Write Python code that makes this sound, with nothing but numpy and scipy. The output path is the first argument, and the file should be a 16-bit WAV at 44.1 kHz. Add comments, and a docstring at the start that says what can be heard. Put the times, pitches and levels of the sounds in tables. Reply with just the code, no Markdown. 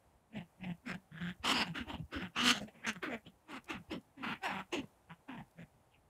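"""Hares grunt as they spar on dry grass and old snow in a fenced yard, over quiet outdoor air (shaped noise).
From the first third of a second come the grunts: a chest tone on the pitch, mostly falling, and a gruff rasp of
uneven pulses and puffs of air in the throat's resonances; the fence echoes and a high hiss follows and lingers
after each one. Later, paws thud (decaying low cycles) and stalks tick (noise bursts). Near the end a faint
squeak slides down (a hoarse sine)."""
import sys
import numpy as np
from scipy import signal
from scipy.fft import rfft, irfft, next_fast_len
from scipy.io import wavfile
from scipy.ndimage import map_coordinates

SR = 44100
rng = np.random.default_rng(int(sys.argv[2]) if len(sys.argv) > 2 else 0)


def waveform_to_disk(signal):
    """Save audio, clipped to [-1, 1], as 16-bit WAV at the path in sys.argv[1]."""
    frames = np.transpose(np.atleast_2d(signal))
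    scaled = np.clip(frames, -1, 1) * 32767
    samples = np.round(scaled).astype(np.int16)
    wavfile.write(sys.argv[1], SR, samples)


N = 268657  # length in samples

# noise spectrum of the outdoor air, relative: f/Hz, level per Hz/dB
AIR_SPECTRUM = [(25, -11), (55, 3), (100, 1), (200, -5.5), (400, -9), (800, -5.5), (1300, -15), (2500, -22),
                (5000, -29.5), (10000, -26), (15500, -35)]
# grunts: t/s (attack ends, hold begins), attack/s, hold/s, pitch as the hold begins f/Hz, pitch as it ends f/Hz,
# chest tone level/dB, rasp level/dB, swell over the hold/dB, breathiness/1 (0 to 1),
# then the mouth's posture, its frequencies those of the open mouth at mean pitch: low resonance f/Hz, level/dB,
# middle resonance f/Hz (at 0 dB), upper resonance f/Hz, level/dB, hiss resonance f/Hz, level/dB, treble level/dB
GRUNT_ROWS = [(0.36, 0.05, 0.022, 225.0, 188.4, -43, -50.0, 3, 0.72, 710, 6.5, 2070.0, 2750, 2, 7850, -17, -12),
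              (0.407, 0.024, 0.011, 183.0, 179, -45, -54.5, -4, 0.58, 764, 7, 1960, 2900, 0.5, 7400.0, -25.0, -9),
              (0.635, 0.056, 0.0076, 183.0, 184.7, -43.0, -50, 9, 0.91, 780, 2, 2140, 2800, 0.0, 5430, -20, -23),
              (0.662, 0.015, 0.051, 183.0, 173.0, -40.0, -53, 2, 0.42, 750, 7, 1920, 2730, 0.5, 7640, -22, -34),
              (0.867, 0.025, 0.049, 262.0, 182.4, -44, -46, 11.5, 0.78, 700, -8, 1540, 2280, -3.5, 5300, -13.5, 5.5),
              (0.948, 0.042, 0.0081, 177.0, 180, -43, -52, -11.0, 0.7, 780, 3, 1680, 2870, -5, 7600.0, -36, 5),
              (1.117, 0.013, 0.072, 148.0, 165.3, -52, -59, 13.5, 0.69, 590.0, -12, 1650, 3300, -14, 7300.0, -36, -26),
              (1.211, 0.033, 0.093, 174.0, 175.4, -42.0, -47.0, 1, 0.46, 786, -12, 1615, 3250, -8, 7070, -25.5, -16),
              (1.447, 0.019, 0.074, 232.0, 270.2, -41, -33.5, 5, 0.92, 870, -10, 1180, 3020, -0.5, 5440, -10, 11),
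              (1.542, 0.024, 0.083, 250.0, 212.3, -42, -34.0, 2.0, 0.88, 1004, 3.0, 1380, 2860, 2, 4870, -1.5, 7),
              (1.674, 0.058, 0.041, 178.0, 167, -44.5, -55.5, -15, 0.6, 865, 1.5, 1650.0, 2710, -0.5, 7400.0, -15, 4.5),
              (1.755, 0.022, 0.064, 310.0, 242.8, -45, -44, -4, 0.89, 865, -16, 1480, 2870, -3.5, 6350, -24, -1),
              (1.896, 0.057, 0.05, 305.0, 250.0, -46.5, -48, -3, 0.84, 890, 7.5, 1180.0, 3030, 1, 7360, -19, -6.5),
              (1.947, 0.016, 0.0092, 226.4, 204.5, -50.5, -45, -7.5, 0.83, 870, 7.5, 1070.0, 3020, 5, 7400, -35, -5),
              (1.993, 0.032, 0.027, 180.0, 150.9, -45.5, -68.5, -16, 1, 630, 18, 1050.0, 2790.0, 5, 7300, -13, 4.0),
              (2.128, 0.022, 0.095, 312.0, 239.2, -44.5, -47.5, -2, 0.87, 517, -9.5, 1450, 2990.0, -6, 5200, -14.5, -12),
              (2.224, 0.03, 0.047, 197.0, 177.0, -45.5, -49, -8, 0.78, 834, -6.5, 1500, 2840, -6.5, 7600.0, -30, -16.5),
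              (2.364, 0.022, 0.052, 234.0, 237.5, -47.0, -36.0, 6.5, 0.88, 1240, 1.5, 1450, 2930, 3.5, 6160, -9.5, 4),
              (2.44, 0.07, 0.072, 241.0, 244.3, -35.5, -30, 3.5, 0.45, 1300, 0.0, 1470, 3020, 3.5, 6200, -5.5, 14.5),
              (2.536, 0.0198, 0.044, 214.0, 202.8, -49, -42, 2.5, 0.86, 786, -1.0, 1470.0, 3220, 0, 6400, -8, 8.5),
              (2.609, 0.022, 0.03, 198.0, 205.8, -43.5, -54.5, -3.5, 0.7, 590.0, 13.5, 1480, 2500, -5, 6500.0, -11, 18),
              (2.677, 0.016, 0.0052, 193, 198, -61, -57.5, 9, 1, 614, 11.5, 1860, 2660, 3.5, 7500.0, -15, -2.0),
              (2.748, 0.034, 0.17, 224.2, 224.5, -64, -67, -5, 1, 510, 5.5, 950, 2340.0, 3, 7400.0, -24.0, -28),
              (2.846, 0.028, 0.007, 227.6, 230, -58.5, -42, 6, 0.99, 820.0, -9.0, 1760, 2470, -3.0, 5130, -32, -18),
              (2.867, 0.0066, 0.027, 240.0, 223.3, -41, -36.0, 6, 0.29, 970, -9.5, 1580, 2730, -2, 6240, -8.5, 8.5),
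              (2.96, 0.022, 0.014, 184.0, 178.8, -50.5, -53.5, -12, 0.48, 620.0, -6.0, 1440.0, 3190.0, -22, 7440, -19, -1),
              (3.03, 0.012, 0.049, 387.0, 285.4, -44, -41.5, -7.5, 0.93, 535, -8.5, 1400.0, 2370, -7.5, 4270, -20.5, -24),
              (3.098, 0.026, 0.048, 260.0, 228.6, -43.5, -43.5, 9.5, 0.42, 615, 8.5, 1450, 2090.0, 4.0, 7100.0, -17.5, -26),
              (3.263, 0.024, 0.007, 187.0, 187.4, -50, -58, 6, 0.98, 520.0, 12.5, 1277, 3170, 10, 7400.0, -8, -8),
              (3.501, 0.04, 0.069, 315.0, 248.8, -51.0, -49.0, 5, 0.82, 935, -2.5, 1270.0, 2690, -4.5, 7450, -29.5, 5),
              (3.699, 0.028, 0.069, 351.0, 201.2, -47.5, -45.5, -10, 0.91, 825, -4.5, 1330, 2600.0, -3.5, 6470, -21, -2.5),
              (3.79, 0.02, 0.021, 190.0, 165, -55, -72, -3.0, 1, 647, 7.0, 1640.0, 2320, -6, 7500.0, -11, -4),
              (3.917, 0.023, 0.053, 332.0, 257.5, -42.0, -50, -16, 0.93, 563, 1, 1050, 2980, -2.5, 5400.0, -12.5, -1),
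              (4.177, 0.015, 0.039, 283.0, 263.2, -50.0, -60, 5, 0.53, 990.0, -1.5, 1870, 2620.0, -3.5, 6940, -24, -3.5),
              (4.234, 0.02, 0.093, 250.0, 212.2, -44.5, -40.5, 4.0, 0.84, 975, -1, 1390, 2610, -2.5, 4370, -19.5, -27),
              (4.354, 0.0096, 0.01, 210.0, 211, -59.5, -51.0, -8, 1, 860.0, -6, 1610.0, 2330.0, 9.0, 7400.0, -28.0, -4),
              (4.441, 0.027, 0.08, 390.0, 251.4, -52.0, -39, -4.5, 0.48, 887, 7, 1630, 2630.0, -3, 5570, -15.5, 1.5),
              (4.511, 0.07, 0.096, 198.0, 191, -48, -43.5, 0, 0.66, 904, 1.5, 1300, 2530, -4.5, 7400, -28.5, -19),
              (4.729, 0.013, 0.069, 367.0, 273.3, -41.0, -42.0, -9.5, 0.83, 530.0, -2, 913, 2800.0, 1.5, 6660, -8, 4),
              (4.812, 0.0202, 0.024, 245.0, 193, -49.0, -64, 10, 1, 480, 13, 960, 2660, -7, 7400.0, -20.5, 4),
              (5.102, 0.018, 0.019, 167.0, 166.7, -53.0, -52.5, 2, 0.3, 995, 4.0, 1460.0, 2730, -7.5, 7330, -43, -38),
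              (5.289, 0.016, 0.067, 278.0, 226.7, -49.0, -51.0, -4.5, 0.72, 905, 8.0, 1630, 2710, -4.0, 7330, -32.0, -22),
              (5.377, 0.016, 0.033, 186.0, 162, -48, -54.0, -5.5, 0.85, 840, 8.0, 1810.0, 2630, -5.0, 7470, -29.5, -27),
              (5.593, 0.037, 0.038, 172.0, 161.3, -49.5, -59.5, -1.5, 0.73, 602, 4.5, 1770, 2310, -3, 7100.0, -18.5, -15)]
# what the throat lets through between its resonances: f/Hz, level/dB
THROAT_VALLEYS = [(100, -21.5), (300, -17.5), (500, -30), (1000, -24.5), (2000, -8.5), (3500, -25),
                  (4500, -34.5), (8000, -32), (11000, -41.5), (15500, -45.5)]
# resonances of the snout, alike in every posture: f/Hz, width/Hz, level/dB
SNOUT_RESONANCES = [(373, 47, -11.5), (2076, 122, -8), (3420, 290, -11.5), (7450, 2000, -30)]
# paws landing: t/s, level/dB (before the common thud trim)
PAW_THUDS = [(1.396, -46), (1.798, -41), (1.871, -45), (1.933, -39.5), (2.03, -41.5), (2.155, -37.5),
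             (2.378, -50), (3.742, -51), (3.885, -46.5)]
# dry stalks snapping under a paw: t/s, level/dB (before the common snap trim)
STALK_SNAPS = [(1.9344, -58), (2.932, -46), (3.5169, -56), (3.6436, -49.5), (3.657, -56), (4.0118, -59),
               (5.512, -59.5)]

AIR_DB = -69.5  # rms level of the air
LEAD_S, TAIL_S = 0.06, 0.09  # time computed before and after the hold
# the level climbs this far per attack time, then falls at a fixed rate after the hold
ATTACK_DB, CHEST_ATTACK_DB = 29.5, 24.5
RASP_DECAY_DB_PER_S, CHEST_DECAY_DB_PER_S = 600.5, 564
# the chest tone lags the rasp, outlasts it and takes only a share of its swell
CHEST_LAG_S, CHEST_LINGER_S, CHEST_SWELL_SHARE = 0.0035, 0.003, 0.16
GLIDE_ON_S = 0.033  # the pitch glides on this long past the hold
# half-widths of the four resonances set by the posture
LOW_WIDTH_HZ, MIDDLE_WIDTH_HZ, UPPER_WIDTH_HZ, HISS_WIDTH_HZ = 164, 282, 432, 380
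TREBLE_HZ = 4050  # the posture's treble level acts above this
# the mouth opens as the hold begins: resonances slide up by the share MOUTH_SHUT, then follow the pitch a little
MOUTH_SHUT, MOUTH_OPENING_S, MOUTH_FOLLOWS_PITCH = 0.1, 0.008, 0.08
RASP_BAND_HZ = (600, 4000)  # where the rasp is brought to an rms of one
BAND_LIMIT_HZ = 15680


def amp(db):
    """Level to amplitude: 20 dB is a factor of ten."""
    return 10 ** (np.asarray(db) / 20)


def unit(x):
    """Normalisation to an rms of one."""
    return x / np.sqrt(np.mean(x ** 2) + 1e-20)


def read(points, hz):
    """Spectrum in dB by linear interpolation over log frequency."""
    f, db = np.transpose(points)
    return np.interp(np.log(hz + 1), np.log(f), db)


def add(mix, s, sound):
    """Superposition: adds a sound into the mix at time s."""
    part = mix[round(s * SR):][:len(sound)]
    part += sound[:len(part)]


def band(x, low_hz, high_hz, order=3):
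    """Band-pass filtering with a flat (Butterworth) passband."""
    sos = signal.butter(order, [low_hz, min(high_hz, SR / 2 - 1)], "band", fs=SR, output="sos")
    return signal.sosfilt(sos, x)


def wander(size, rate_hz):
    """Random modulation: low-passed noise of rms one, varying mostly slower than rate_hz."""
    padded = next_fast_len(size + SR // 10, real=True)
    hz = np.fft.rfftfreq(padded, 1 / SR)
    low_pass = 1 / (1 + (hz / rate_hz) ** 2) ** 2
    return unit(irfft(rfft(rng.standard_normal(padded)) * low_pass, padded))[:size]


def air(wash_swell_db=1, rumble_swell_db=3.0, split_hz=200):
    """Spectrally shaped noise: a slowly varying wash over a lumpy low rumble."""
    hz = np.fft.rfftfreq(N, 1 / SR)
    spectrum = rfft(rng.standard_normal(N)) * amp(read(AIR_SPECTRUM, hz))
    low_share = 1 / (1 + (hz / split_hz) ** 2)
    rumble = irfft(spectrum * low_share, N) * amp(rumble_swell_db * wander(N, 24))
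    wash = irfft(spectrum * (1 - low_share), N) * amp(wash_swell_db * wander(N, 3))
    return amp(AIR_DB) * unit(rumble + wash)


def envelope(t, hold, swell_db, rise, fall, stop_db=3, stop_s=0.018):
    """Exponential growth and decay, linear in dB (rise, fall in dB/s), with a step down as the push stops."""
    after = np.maximum(t - hold, 0)
    stopped = 1 - 1 / (1 + (after / stop_s) ** 4)
    swell = swell_db * (np.clip(t / hold, 0, 1) - 0.5)
    return swell + rise * np.minimum(t, 0) - fall * after - stop_db * stopped


def folds(turns, breathiness, jitter=0.012, shimmer_db=1.27, leak=0.7):
    """Pulsed excitation: each cycle the folds snap shut, early or late, with a puff of air; slack folds leak."""
    uneven = turns + jitter * wander(len(turns), 300)  # jitter in cycles
    cycle = np.floor(np.maximum.accumulate(uneven))
    snaps = np.diff(cycle, prepend=cycle[0])
    puff_shape = np.exp(-(uneven % 1) / 0.25)  # dies away over a quarter of a cycle
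    airflow = 0.18 + leak * breathiness ** 6 + puff_shape
    puffs = airflow * rng.standard_normal(len(turns))
    drive = np.sqrt(1 - breathiness) * unit(snaps) + np.sqrt(breathiness) * unit(puffs)
    return drive * amp(shimmer_db * wander(len(turns), 65))


def resonance(hz, centre, width, db):
    """Power response of one steep resonance: a squared Lorentzian."""
    return (amp(db) / (1 + ((abs(hz) - centre) / width) ** 2)) ** 2


def throat(drive, posture, size=2048, smear_s=0.0007, pocket_hz=2400):
    """Source-filter principle: resonances ring minimum-phase; snout pockets delay some bands and smear pulses."""
    low_hz, low_db, middle_hz, upper_hz, upper_db, hiss_hz, hiss_db, treble_db = posture
    hz = np.fft.fftfreq(size, 1 / SR)
    power = amp(read(THROAT_VALLEYS, abs(hz))) ** 2
    power += resonance(hz, low_hz, LOW_WIDTH_HZ, low_db)
    power += resonance(hz, middle_hz, MIDDLE_WIDTH_HZ, 0)
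    power += resonance(hz, upper_hz, UPPER_WIDTH_HZ, upper_db)
    power += sum(resonance(hz, *row) for row in SNOUT_RESONANCES)
    treble = 1 - 1 / (1 + (hz / TREBLE_HZ) ** 16)
    power = power * amp(treble_db * treble) ** 2
    power += resonance(hz, hiss_hz, HISS_WIDTH_HZ, hiss_db)
    # the Hilbert transform of the log magnitude gives the minimum phase
    causal = np.exp(np.conj(signal.hilbert(np.log(power) / 2)))
    # phase lag whose delay swings between 0 and 2 * smear_s along the frequency axis
    lag = smear_s * (2 * np.pi * hz + pocket_hz * np.sin(2 * np.pi * hz / pocket_hz))
    ring = np.fft.ifft(causal * np.exp(-1j * lag)).real
    return signal.fftconvolve(drive, ring[:size // 2])[:len(drive)]


def rasp_voice(turns, breathiness, posture, mouth):
    """Frequency scaling by time warp: the folds ring the throat, whose whole response scales with the mouth curve."""
    clock = np.cumsum(mouth)
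    # the inverse warp of the turns keeps the pitch as it was
    warped_turns = np.interp(np.arange(int(clock[-1]) + 2), clock, turns)
    rung = throat(folds(warped_turns, breathiness), posture)
    voice = band(map_coordinates(rung, [clock], order=3), 185, 20000)
    return voice / np.std(band(voice, *RASP_BAND_HZ))


def chest_tone(turns, breathiness, hoarse=0.64, hoarse_hz=110, octave_db=-22, flutter_db=-19):
    """Narrow-band modulation: a clean fundamental if tight, a hoarse band around the pitch if loose."""
    size = len(turns)
    share = np.clip(hoarse * breathiness ** 2, 0, 1)
    blur = (wander(size, hoarse_hz) + 1j * wander(size, hoarse_hz)) / np.sqrt(2)
    turn = np.exp(2j * np.pi * turns)
    tone = (np.sqrt(1 - share) + np.sqrt(share) * blur) * turn + amp(octave_db) * turn ** 2
    # unequal cycles leave a low flutter under the tone
    flutter = unit(band(rng.standard_normal(size), 46, 160, order=2))
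    return amp(flutter_db) * flutter - unit(tone.real)


def grunt(row, waver=0.02, bright_hz=4200, brighten=0.28, bright_db_per_octave=14,
          treble_db=-2.12, tremble_db=0.01, tremble_hz=45):
    """Phonation: a chest tone on the pitch plus the throat's rasp on the same phase; returns start time and sound."""
    (hold_start, attack, hold, first_hz, last_hz,
     chest_level, rasp_level, swell, breathiness, *posture) = row
    breathiness = np.clip(breathiness, 0, 1)
    t = np.arange(-LEAD_S, hold + TAIL_S, 1 / SR)

    pitch = first_hz * (last_hz / first_hz) ** (np.clip(t, 0, hold + GLIDE_ON_S) / hold)
    turns = np.cumsum(pitch * (1 + waver * wander(len(t), 90))) / SR
    tension = pitch / np.sqrt(first_hz * last_hz)
    opening = 1 - MOUTH_SHUT * (1 - np.tanh(t / MOUTH_OPENING_S)) / 2
    mouth = opening * tension ** MOUTH_FOLLOWS_PITCH

    rasp_db = rasp_level + envelope(t, hold, swell, ATTACK_DB / attack, RASP_DECAY_DB_PER_S)
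    chest_db = chest_level + envelope(t - CHEST_LAG_S, hold + CHEST_LINGER_S, CHEST_SWELL_SHARE * swell,
                                      CHEST_ATTACK_DB / attack, CHEST_DECAY_DB_PER_S)

    voice = rasp_voice(turns, breathiness, posture, mouth)
    # the treble fades faster than the rest as the effort slackens and the pitch sinks
    mellow = signal.sosfiltfilt(signal.butter(2, bright_hz, fs=SR, output="sos"), voice)
    slack_db = brighten * (rasp_db - rasp_db.max()) + bright_db_per_octave * np.log2(tension)
    voice = mellow + (voice - mellow) * amp(treble_db + slack_db)

    tremble = amp(tremble_db * wander(len(t), tremble_hz))
    sound = amp(chest_db) * chest_tone(turns, breathiness) + amp(rasp_db) * voice
    return hold_start - LEAD_S, tremble * sound


def lingering_hiss(voices, level_db=-82, linger_s=0.09, follow=0.4, grain_db=3):
    """Envelope following: a fine high hiss swells with each grunt and lingers after it."""
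    keep = np.exp(-1 / (linger_s * SR))
    effort = signal.lfilter([1 - keep], [1, -keep], abs(voices) ** follow)
    grains = rng.standard_normal(N) * amp(grain_db * wander(N, 400))
    return amp(level_db) * unit(effort * band(grains, 4700, 17000, order=2))


def yard(x, fence_s=0.025, fence_db=-26, tail_db=-30, t60=0.17):
    """Reflection and reverberation: a weak slap from the fence, then the yard's short, thin tail."""
    t = np.arange(SR // 2) / SR
    tail = band(rng.standard_normal(len(t)), 120, 9000, order=1) * amp(-60 * t / t60) * (t > fence_s)
    echo = amp(tail_db) * tail / np.linalg.norm(tail)
    echo[round(fence_s * SR)] += amp(fence_db)
    return signal.fftconvolve(x, echo)[:N]


def paws(thud_hz=72, thud_s=0.0078, thud_trim_db=-2, snap_s=0.0031, snap_trim_db=-9):
    """Damped impact: soft ground gives a few low cycles under a landing; stalks give a short noise tick."""
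    out = np.zeros(N)
    t = np.arange(SR // 5) / SR
    for s, db in PAW_THUDS:
        push = t / thud_s * np.exp(1 - t / thud_s)  # peaks at one after thud_s
        cycles = np.sin(2 * np.pi * thud_hz * rng.uniform(1.0, 1.05) * t)
        add(out, s, amp(db + thud_trim_db) * push * cycles)
    for s, db in STALK_SNAPS:
        crackle = unit(band(rng.standard_normal(len(t)), 3900, 13000, order=1))
        add(out, s, amp(db + snap_trim_db) * crackle * np.exp(-t / snap_s))
    return out


def squeak(start=5.9, length=0.098, from_hz=3300, to_hz=2100, level_db=-69, blur_hz=750):
    """Frequency glide: a faint whistle, hoarse by random modulation, slides down, perhaps a far bird."""
    size = round(length * SR)
    turns = np.cumsum(np.geomspace(from_hz, to_hz, size)) / SR
    whistle = np.hanning(size) * wander(size, blur_hz) * np.sin(2 * np.pi * turns)
    out = np.zeros(N)
    add(out, start, amp(level_db) * whistle)
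    return out


def scene():
    """Superposition of air, hares, footwork and squeak, with the yard's echo of all but air and the lingering
    hiss."""
    voices = np.zeros(N)
    for row in GRUNT_ROWS:
        add(voices, *grunt(row))
    direct = voices + paws() + squeak()
    return (direct + yard(direct) + lingering_hiss(voices) + air())[None]


def record(dry):
    """Linear filtering: the microphone's bass roll-off and the recorder's band limit."""
    dry = signal.sosfilt(signal.butter(2, 38, "high", fs=SR, output="sos"), dry)
    low_pass = signal.firwin(511, BAND_LIMIT_HZ, window=("kaiser", 9), fs=SR)
    return signal.oaconvolve(dry, low_pass[None], "same")


dry = scene()
out = record(dry)
waveform_to_disk(out)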